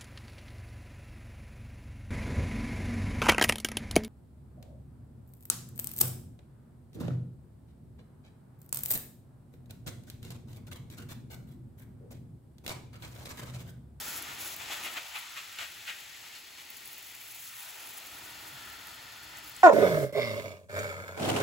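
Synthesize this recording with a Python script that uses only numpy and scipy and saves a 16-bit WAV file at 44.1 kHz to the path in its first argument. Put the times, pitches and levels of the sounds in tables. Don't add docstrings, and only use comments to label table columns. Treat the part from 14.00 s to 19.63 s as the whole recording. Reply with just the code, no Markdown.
import sys
import numpy as np
from scipy import signal
from scipy.fft import rfft, irfft, next_fast_len
from scipy.io import wavfile
from scipy.ndimage import uniform_filter1d, map_coordinates

SR = 44100
rng = np.random.default_rng(int(sys.argv[2]) if len(sys.argv) > 2 else 0)


def inscribe(sig):
    pcm = np.round(np.clip(np.atleast_2d(sig).T, -1, 1) * 32767)
    wavfile.write(sys.argv[1], SR, pcm.astype(np.int16))


N = 248283
T = np.arange(N) / SR
SIZE = next_fast_len(N + 8192)
FREQ = np.maximum(np.arange(SIZE // 2 + 1) * SR / SIZE, 1)


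def undb(db):
    return 10 ** (np.asarray(db) / 20)


def unit(x):
    return x / np.sqrt(np.mean(x ** 2))


def curve(rows):
    return np.interp(T, *np.transpose(rows))


def spectrum(points):
    hz, db = np.transpose(points)
    return np.interp(np.log(FREQ), np.log(hz), db)


def filtered(x, gain):
    return irfft(rfft(x, SIZE) * gain, SIZE)[..., :N]


def resonance(hz, width):
    return 1 / (1 + 1j * (FREQ / hz - hz / FREQ) * hz / width)


def walk(rate):
    held = rng.standard_normal(2048)[(T * rate).astype(int) % 2048]
    return unit(uniform_filter1d(held, max(int(SR / rate), 1)))


def swell(start, hold, rise, decay):
    before = np.maximum(start - T, 0)
    after = np.maximum(T - start - hold, 0)
    return np.exp(-(before / rise) ** 2 - after / decay)


def with_swells(steady_db, rows, rise, decay):
    swell_power = sum((undb(db) * swell(s, hold, rise, decay)) ** 2 for s, hold, db in rows)
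    return np.sqrt(undb(steady_db) ** 2 + swell_power)


def add(out, start, sound):
    i = int(np.clip(start * SR, 0, N - 1))
    out[..., i:i + sound.shape[-1]] += sound[..., :N - i]


def drops(rate, spread_db):
    lands = rng.random(N) < rate / SR
    size = undb(spread_db * np.clip(rng.standard_normal(N), -3, 2.6))
    return lands * size * rng.choice([-1, 1], N)


# f/Hz, side minus mid level/dB
SPRAY_WIDTH = [(60, -18), (200, -9.5), (700, -8), (1400, -2), (2400, -7), (4000, -8.5), (5500, -2.5),
               (7000, -20), (15000, -70)]


def shower(gain, rate, spread_db):
    mid = unit(filtered(drops(rate, spread_db), gain))
    side = unit(filtered(drops(rate, spread_db), gain))
    return mid + np.array([[1], [-1]]) * filtered(side, undb(spectrum(SPRAY_WIDTH)))


def wavering(x, share, rate):
    place = np.arange(N) + np.cumsum(share * walk(rate))
    return np.array([map_coordinates(side, [place], order=1, mode="mirror") for side in x])


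# start t/s, end t/s, f/Hz, level/dB
DISTANT_HUMS = [(2.998, 3.747, 119, -72.5)]


def hums():
    out = 0
    for start, end, hz, db in DISTANT_HUMS:
        fade = np.clip(np.minimum(T - start, end - T) / 0.12, 0, 1)
        phase = 2 * np.pi * np.cumsum(hz + walk(5.2)) / SR
        out = out + undb(db) * fade * np.sin(phase)
    return out


# f/Hz, level/dB
RUMBLE_TONE = [(18, -50), (30, -38), (42, -6), (52, 0.5), (75, 0), (110, 1.5), (170, -6), (350, -16),
               (1000, -48)]
# t/s, hold/s, level/dB
PHONE_SWINGS = [(0.0, .58, -62.5), (1.63, .08, -69.5), (4.194, 1.6, -65)]
SWING_RISE_S, SWING_DECAY_S, STILL_RUMBLE_DB = 0.12, 0.29, -73.5


def rumble():
    force = with_swells(STILL_RUMBLE_DB, PHONE_SWINGS, SWING_RISE_S, SWING_DECAY_S)
    return shower(undb(spectrum(RUMBLE_TONE)), rate=7900, spread_db=6.0) * force


def bump(at_s, length_s, hz, db):
    return undb(db) * np.exp(-((T - at_s) / length_s) ** 2) * np.sin(2 * np.pi * hz * T)


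# f/Hz, width/Hz before widening, relative level/dB
HIGH_MODES = [(4340, 140, -5.5), (4930, 320, -8)]
# t/s, level/dB
HIGH_RING_LEVEL = [(0.0, -62), (1.9, -68), (2.4, -60), (3.8, -68), (4.3, -60), (5.63, -58)]


def high_ring():
    rings = 0
    for hz, width, db in HIGH_MODES:
        rings = rings + undb(db) * shower(resonance(hz, 1.8 * width) ** 2, rate=4000, spread_db=2)
    return unit(rings) * undb(curve(HIGH_RING_LEVEL))


# t/s, hold/s, level/dB before mixing, f/Hz
TUB_BOOMS = [(0.14, 0.084, -57, 313), (4.13, 0.24, -65.5, 317), (4.454, .05, -61, 311),
             (5.24, 0.23, -62.5, 317)]


def booms(width_hz, rise_s, decay_s):
    out = 0
    for s, hold, db, hz in TUB_BOOMS:
        drumming = shower(resonance(hz, width_hz) ** 2, rate=2200, spread_db=3)
        out = out + undb(db) * swell(s, hold, rise_s, decay_s) * drumming
    return out


# t/s, level/dB before the fade, starting f/Hz
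HEAVY_PLOPS = [(0.15, -52, 308), (0.195, -46, 735), (0.21, -52, 335), (0.383, -40, 816), (0.46, -51, 340),
               (0.542, -47, 780), (0.61, -41, 770), (0.702, -33, 794), (4.4545, -41, 1360),
               (4.6735, -35, 1410)]


def plops(attack_s, cycles, glide):
    out, t = np.zeros(N), T[:4096]
    for s, db, hz in HEAVY_PLOPS:
        age = t * hz / cycles
        envelope = (1 - np.exp(-t / attack_s)) * np.exp(-age)
        note = np.sin(2 * np.pi * hz * t * (1 + glide * np.minimum(age, 2)))
        add(out, s, undb(db) * envelope * note)
    return out


def crackle(rate, spread_db, burst_s):
    impacts = drops(rate, spread_db) ** 2 + 1e-18
    energy = signal.lfilter([1], [1, -np.exp(-1 / (burst_s * SR))], impacts)
    return np.sqrt(energy) * rng.standard_normal(N)


# t/s, level/dB before the fine and coarse parts are weighted
MIST_LEVEL = [(0.0, -52.5), (1.0, -56), (2.05, -57.5), (2.66, -59.5), (2.74, -54.5), (3.15, -54),
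              (3.5, -49.5), (5.35, -59.5), (5.63, -52.5)]
# f/Hz, level/dB
MIST_TONE = [(2500, -14), (5000, -7), (7000, 0), (10000, 2), (11700, 3.5), (15500, 3.5)]
# t/s, hold/s, fine mist level/dB, coarse sizzle level/dB
SPRAY_PUFFS = [(0.0, .19, -45.5, -46.5), (0.414, 0.12, -45.5, -49), (0.714, 0.066, -52, -54),
               (0.842, 0.018, -49.5, -53), (0.928, 0.013, -47.5, -63), (1.17, .015, -54, -61),
               (2.853, 0.017, -60, -61), (3.474, 0.011, -63, -55), (4.882, 0.015, -54, -63)]
PUFF_RISE_S, PUFF_DECAY_S = 0.024, 0.021


def mist():
    colour = undb(spectrum(MIST_TONE))
    fine = undb(3.0) * shower(colour, rate=14000, spread_db=5.5)
    fizz = crackle(rate=480, spread_db=5.2, burst_s=.0009)
    coarse = undb(-1.4) * unit(filtered(fizz, colour))
    puffs = [(s, hold, db) for s, hold, db, _ in SPRAY_PUFFS]
    force = with_swells(curve(MIST_LEVEL), puffs, PUFF_RISE_S, PUFF_DECAY_S)
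    gusts = undb(1.93 * walk(76))
    return (fine + coarse) * force * gusts


# f/Hz, level/dB
SIZZLE_TONE = [(1200, -4), (2500, -7), (4200, -4.5), (5500, 2), (7300, 2), (9000, -5), (12000, 4.5),
               (15500, -30)]
# t/s, level/dB
WATER_FLOW = [(0.0, -44), (0.19, -45), (0.23, -45), (0.32, -44.5), (0.36, -46.5), (0.39, -44),
              (0.53, -44.5), (0.57, -47.5), (0.63, -43.5), (0.8, -43.5), (0.92, -45), (1.35, -46.5),
              (1.8, -48), (2.0, -48), (2.3, -49), (2.42, -51), (2.52, -51), (2.7, -50), (3.3, -50),
              (3.7, -48.5), (4.05, -49), (4.6, -49.5), (5.25, -50.5), (5.63, -50.5)]
SOIL_SHARE_DB, POT_SHARE_DB, SIZZLE_SHARE_DB = -11.5, -14.5, -12.5


def sizzle():
    puffs = [(s, hold, db) for s, hold, _, db in SPRAY_PUFFS]
    force = with_swells(curve(WATER_FLOW) + SIZZLE_SHARE_DB, puffs, PUFF_RISE_S, PUFF_DECAY_S)
    return shower(undb(spectrum(SIZZLE_TONE)), rate=8200, spread_db=-0.5) * force


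# t/s, level/dB before gain and colour, f/Hz
STRAY_TICKS = [(0.2244, -28.5, 11800), (0.564, -30, 15100), (0.837, -44, 11000), (1.1448, -40, 6340),
               (2.7027, -32, 14800), (2.8574, -34, 10400), (2.8759, -34, 15300), (2.93, -35, 15500),
               (2.9801, -34, 15300), (3.027, -38, 14900), (3.3223, -38, 15500), (3.3485, -34, 15200),
               (3.454, -40, 10200), (3.477, -33, 6800), (3.5523, -42, 11700), (3.756, -36, 7340),
               (3.894, -38, 11800), (4.6513, -39, 15400), (4.7895, -46, 15000), (4.871, -38, 12000),
               (5.3717, -35.5, 7650), (5.385, -36, 15300), (5.4959, -35, 15100), (5.5646, -34, 7100)]


def stray_drops(snap_s, splash_s, splash_db, gain_db):
    out, t = np.zeros(N), T[:2048]
    for s, db, hz in STRAY_TICKS:
        roughness = 0.35 * np.cumsum(rng.standard_normal(len(t)))
        snap = np.exp(-t / snap_s) * np.sin(2 * np.pi * hz * t + roughness)
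        spatter = undb(splash_db) * np.exp(-t / splash_s) * rng.laplace(size=len(t))
        add(out, s, undb(db + gain_db) * (snap + spatter))
    return filtered(out, undb(spectrum(MIST_TONE)))


# f/Hz, level/dB
SOIL_TONE = [(40, -32), (100, -2.5), (190, -4), (260, -0.5), (325, -6.5), (400, 1.5), (520, -10),
             (1200, -12.5)]
# t/s, hold/s, thud of the soil level/dB, drumming of the pot level/dB
POT_DWELLS = [(0.104, 0.1, -50.5, -50.5), (0.313, 0.017, -53.5, -51), (0.45, 0.52, -64, -73),
              (2.2, 0.74, -60, -67), (3.8, 0.5, -63, -67), (4.297, 1.8, -63.5, -67)]
DWELL_RISE_S, DWELL_DECAY_S = 0.083, 0.056


def soil():
    dwells = [(s, hold, db) for s, hold, db, _ in POT_DWELLS]
    force = with_swells(curve(WATER_FLOW) + SOIL_SHARE_DB, dwells, DWELL_RISE_S, DWELL_DECAY_S)
    thuds = shower(undb(spectrum(SOIL_TONE)), rate=1500, spread_db=5.0)
    return thuds * force * undb(0.26 * walk(20) - 2.3)


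# f/Hz, width/Hz before the response is sharpened, relative level/dB
WET_POT_MODES = [(870, 170, -13), (1364, 102, -3.5), (1427, 240, -5), (1798, 76, -6.5), (2000, 130, -17)]


def pots():
    rings = 0
    for hz, width, db in WET_POT_MODES:
        drumming = shower(resonance(hz, width) ** 1.18, rate=4300, spread_db=3.5)
        rings = rings + wavering(drumming, share=.011, rate=9) * undb(db + 0.5 * walk(15))
    dwells = [(s, hold, db) for s, hold, _, db in POT_DWELLS]
    force = with_swells(curve(WATER_FLOW) + POT_SHARE_DB, dwells, DWELL_RISE_S, DWELL_DECAY_S)
    return unit(rings) * force


# f/Hz, width/Hz before widening, relative level/dB
HOLLOW_POT_MODES = [(870, 320, -0.5), (1277, 104, -2.5), (1420, 99, 0), (1780, 130, 0.5), (1932, 45, -7),
                    (2030, 74, -6), (2700, 170, -7), (2950, 220, -22), (3370, 380, -1)]
# t/s, level/dB
HOLLOW_LEVEL = [(3.6, -87), (4.05, -61), (4.3, -54), (4.5, -53), (4.65, -54), (4.85, -52.5), (5.15, -54),
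                (5.3, -53), (5.63, -53.5)]


def hollow_pots():
    rings = 0
    for hz, width, db in HOLLOW_POT_MODES:
        drumming = shower(resonance(hz, 1.34 * width) ** 2, rate=4000, spread_db=2.5)
        rings = rings + wavering(drumming, share=.008, rate=7) * undb(db + 1.1 * walk(7.6))
    return unit(rings) * undb(curve(HOLLOW_LEVEL))


def plinks(low_hz, high_hz, cycles, glide, spread_db, count):
    out, t = np.zeros((2, N)), T[:1024]
    for when, pitch, size, place in rng.random((count, 4)):
        hz = low_hz * (high_hz / low_hz) ** pitch
        age = t * hz / cycles
        ring = np.exp(-age) * np.sin(2 * np.pi * hz * t * (1 + glide * np.minimum(age, 2)))
        both_sides = np.outer([place + .5, 1.5 - place], ring)
        add(out, when * N / SR, both_sides * undb(spread_db * size ** 2))
    return unit(out)


# f/Hz, level/dB
LEAF_TONE = [(200, -15.5), (480, -10), (800, 2.5), (1400, -2), (2400, 0.5), (3400, 0.5), (5200, -8),
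             (7500, -5.5), (11000, -18)]


def foliage():
    flow = curve(WATER_FLOW)
    leaf = undb(spectrum(LEAF_TONE))
    patter = undb(-1.5) * shower(leaf, rate=12000, spread_db=1.5)
    fat = undb(-6.5 + .7 * (flow - flow.max())) * shower(leaf, rate=550, spread_db=2)
    bubbles = plinks(low_hz=1102, high_hz=4420, cycles=32, glide=0.015, spread_db=8, count=1900)
    return (patter + fat + undb(-10.5) * bubbles) * undb(flow + 0.33 * walk(30))


# t/s, level/dB before gain, f/Hz
LEAF_SMACKS = [(0.7226, -25, 3480), (0.7418, -30, 2630), (0.836, -28, 2580), (0.8454, -36, 2980),
               (0.863, -29, 2980), (0.9716, -26, 2320), (0.9846, -29, 2410), (1.1613, -27, 2480),
               (1.373, -28, 2480), (1.5873, -20, 3040), (1.5918, -28, 1920), (1.6134, -28, 2820),
               (1.6306, -26, 2150), (1.886, -30, 2890), (1.902, -30, 2660)]
# f/Hz, level/dB
SWISH_TONE = [(150, -17), (420, -12.5), (700, -0.5), (1000, -2), (1220, 4), (1420, 0), (1750, -1),
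              (2150, -0.5), (2900, 0), (3450, -2), (3750, -3.5), (4400, -7), (5300, -13), (7800, -9),
              (10000, -15.5), (14000, -15)]


def smacks(ring_s, spatter_s, spatter_db, gain_db):
    knocks, spatter, t = np.zeros(N), np.zeros(N), T[:1024]
    for s, db, hz in LEAF_SMACKS:
        add(knocks, s, undb(db) * np.exp(-t / ring_s) * np.sin(2 * np.pi * hz * t))
        add(spatter, s, undb(db) * np.exp(-t / spatter_s) * rng.standard_normal(len(t)))
    coloured = filtered(spatter, undb(spectrum(SWISH_TONE)))
    return undb(gain_db) * (knocks + undb(spatter_db) * coloured)


# t/s, level/dB before tone changes, rise/s, hold/s, decay/s,
# ring f/Hz, ring level/dB, body level/dB, bright splash level/dB
JET_SWISHES = [(0.29, -46, 0.026, 0.035, 0.017, 1406, 15, -4, -16),
               (0.605, -43.5, 0.013, 0.014, 0.02, 2300, 7, -9, -8),
               (0.721, -37.5, 0.027, .006, 0.038, 3370, 9, -2, 3),
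               (0.856, -37.5, 0.018, 0.013, 0.033, 2910, 8, -1.5, -2),
               (0.971, -34, 0.013, .009, 0.014, 2470, 4, -4, -5),
               (1.159, -36.5, .016, 0.011, 0.022, 2540, 10, -2, -5.5),
               (1.373, -39, 0.012, 0.0096, 0.027, 2500, 9, -2.5, -0.5),
               (1.589, -41, 0.003, 0.008, 0.0083, 1990, 2, -4, -7),
               (1.611, -39.5, 0.022, 0.022, 0.036, 3020, 6, 0.5, 0),
               (1.881, -36.5, 0.011, 0.016, 0.035, 2520, 6, -2.5, -3),
               (2.345, -50.5, 0.028, 0.025, 0.03, 2300, -2, -5, 4),
               (2.582, -53, 0.016, 0.028, 0.029, 1900, -6, 3, 5),
               (4.573, -59, .02, .16, .04, 1715, 22, -9, 2),
               (4.58, -59.5, 0.03, 0.17, 0.037, 1330, 21, -6, -6),
               (5.322, -56.5, .015, 0.06, .03, 2000, 14, -2, -10),
               (5.35, -62, .02, .03, .03, 1390, 17, -3, -9), (5.56, -55, .03, 0.066, .03, 1400, 9, -17, -6)]
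SWISH_RING_WIDTH_HZ = 69


def swishes(body_hz, splash_hz, ripple_db):
    spray = shower(undb(spectrum(SWISH_TONE)), rate=8000, spread_db=1.5)
    out = 0
    for s, db, rise, hold, decay, ring_hz, ring_db, low_db, bright_db in JET_SWISHES:
        before = np.maximum(s - T, 0)
        after = np.maximum(T - s - hold, 0)
        force = undb(db) * np.exp(-before / rise - after / decay)
        ring = ring_db * np.abs(resonance(ring_hz, SWISH_RING_WIDTH_HZ)) ** 2
        body = low_db / (1 + (FREQ / body_hz) ** 6)
        splash = bright_db / (1 + (splash_hz / FREQ) ** 8)
        ripple = ripple_db * np.interp(FREQ, np.linspace(0, SR / 2, 256), rng.standard_normal(256))
        out = out + force * filtered(spray, undb(ring + body + splash + ripple))
    return out


# t/s, edge f/Hz, change below the edge level/dB
THINNING = [(0.86, 20, -2), (1.0, 310, -10), (1.12, 640, -9.5), (1.42, 1100, -5.5), (1.95, 1510, -4.5),
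            (2.4, 1670, -3), (3.38, 1780, -3), (3.47, 1300, -5.5), (3.57, 850, -8), (3.7, 480, -7),
            (3.82, 230, -16), (3.92, 20, -8)]


def thinned(x, slope_db, ridge_db, order):
    hz, s, z = signal.stft(x, SR, nperseg=1024, noverlap=768)
    when, edge_hz, depth_db = np.transpose(THINNING)
    edge = np.maximum(np.interp(s, when, edge_hz), 1)
    octaves = np.log2(np.maximum(hz[:, None], 1) / edge)
    below = 1 / (1 + 2 ** (order * octaves))
    ridge = np.exp(-((octaves - .2) / .2) ** 2)
    slope = slope_db * np.clip(-octaves, 0, 1)
    db = np.interp(s, when, depth_db) * below + slope + ridge_db * ridge
    return signal.istft(z * undb(db), SR, nperseg=1024, noverlap=768)[1][:, :N]


# f/Hz, width/Hz, level/dB
CORNER_MODES = [(309, 45, 4.5), (780, 106, -3), (1080, 133, -4), (1470, 520, -1.12), (1644, 57, -3),
                (1870, 23, 3), (2460, 83, 1), (3180, 89, -1.9), (3700, 61, -1.5)]
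# f/Hz, left minus right level/dB
SIDE_LEAN = [(60, 0), (110, 1), (200, 1), (380, 1), (700, -0.5), (1290, -1), (2380, 3), (4400, 3),
             (8120, 2), (15000, 0)]


def scene():
    water = high_ring() + mist() + sizzle() + soil() + pots() + hollow_pots() + foliage()
    water = water + smacks(ring_s=.0007, spatter_s=.002, spatter_db=-2, gain_db=-6)
    water = water + swishes(body_hz=1350, splash_hz=3870, ripple_db=1.5)
    water = thinned(water, slope_db=-1.0, ridge_db=1.0, order=24)
    water = water + booms(width_hz=25, rise_s=.025, decay_s=0.035) * undb(-9)
    water = water + plops(attack_s=0.001, cycles=4.1, glide=0.0075)
    water = water + stray_drops(snap_s=.0008, splash_s=.009, splash_db=-18, gain_db=1)
    corner_db = sum(db * np.exp(-((FREQ - hz) / width) ** 2) for hz, width, db in CORNER_MODES)
    lean_db = np.array([[.5], [-.5]]) * spectrum(SIDE_LEAN)
    garden = filtered(water + rumble(), undb(corner_db + lean_db))
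    return garden + hums() + bump(at_s=4.545, length_s=0.019, hz=133.0, db=-53.0)


TREBLE_SPLIT_HZ, TREBLE_LAG_S, TOP_HZ = 6950, .000238, 15800


def record(dry):
    lag = np.exp(-2j * np.pi * np.maximum(FREQ - TREBLE_SPLIT_HZ, 0) * TREBLE_LAG_S)
    wide = np.array([filtered(dry[0], lag), dry[1]])
    bass_cut = signal.butter(4, 36, "highpass", fs=SR, output="sos")
    top_cut = signal.ellip(12, .1, 70, TOP_HZ, fs=SR, output="sos")
    return signal.sosfilt(top_cut, signal.sosfilt(bass_cut, wide))


dry = scene()
out = record(dry)
inscribe(out)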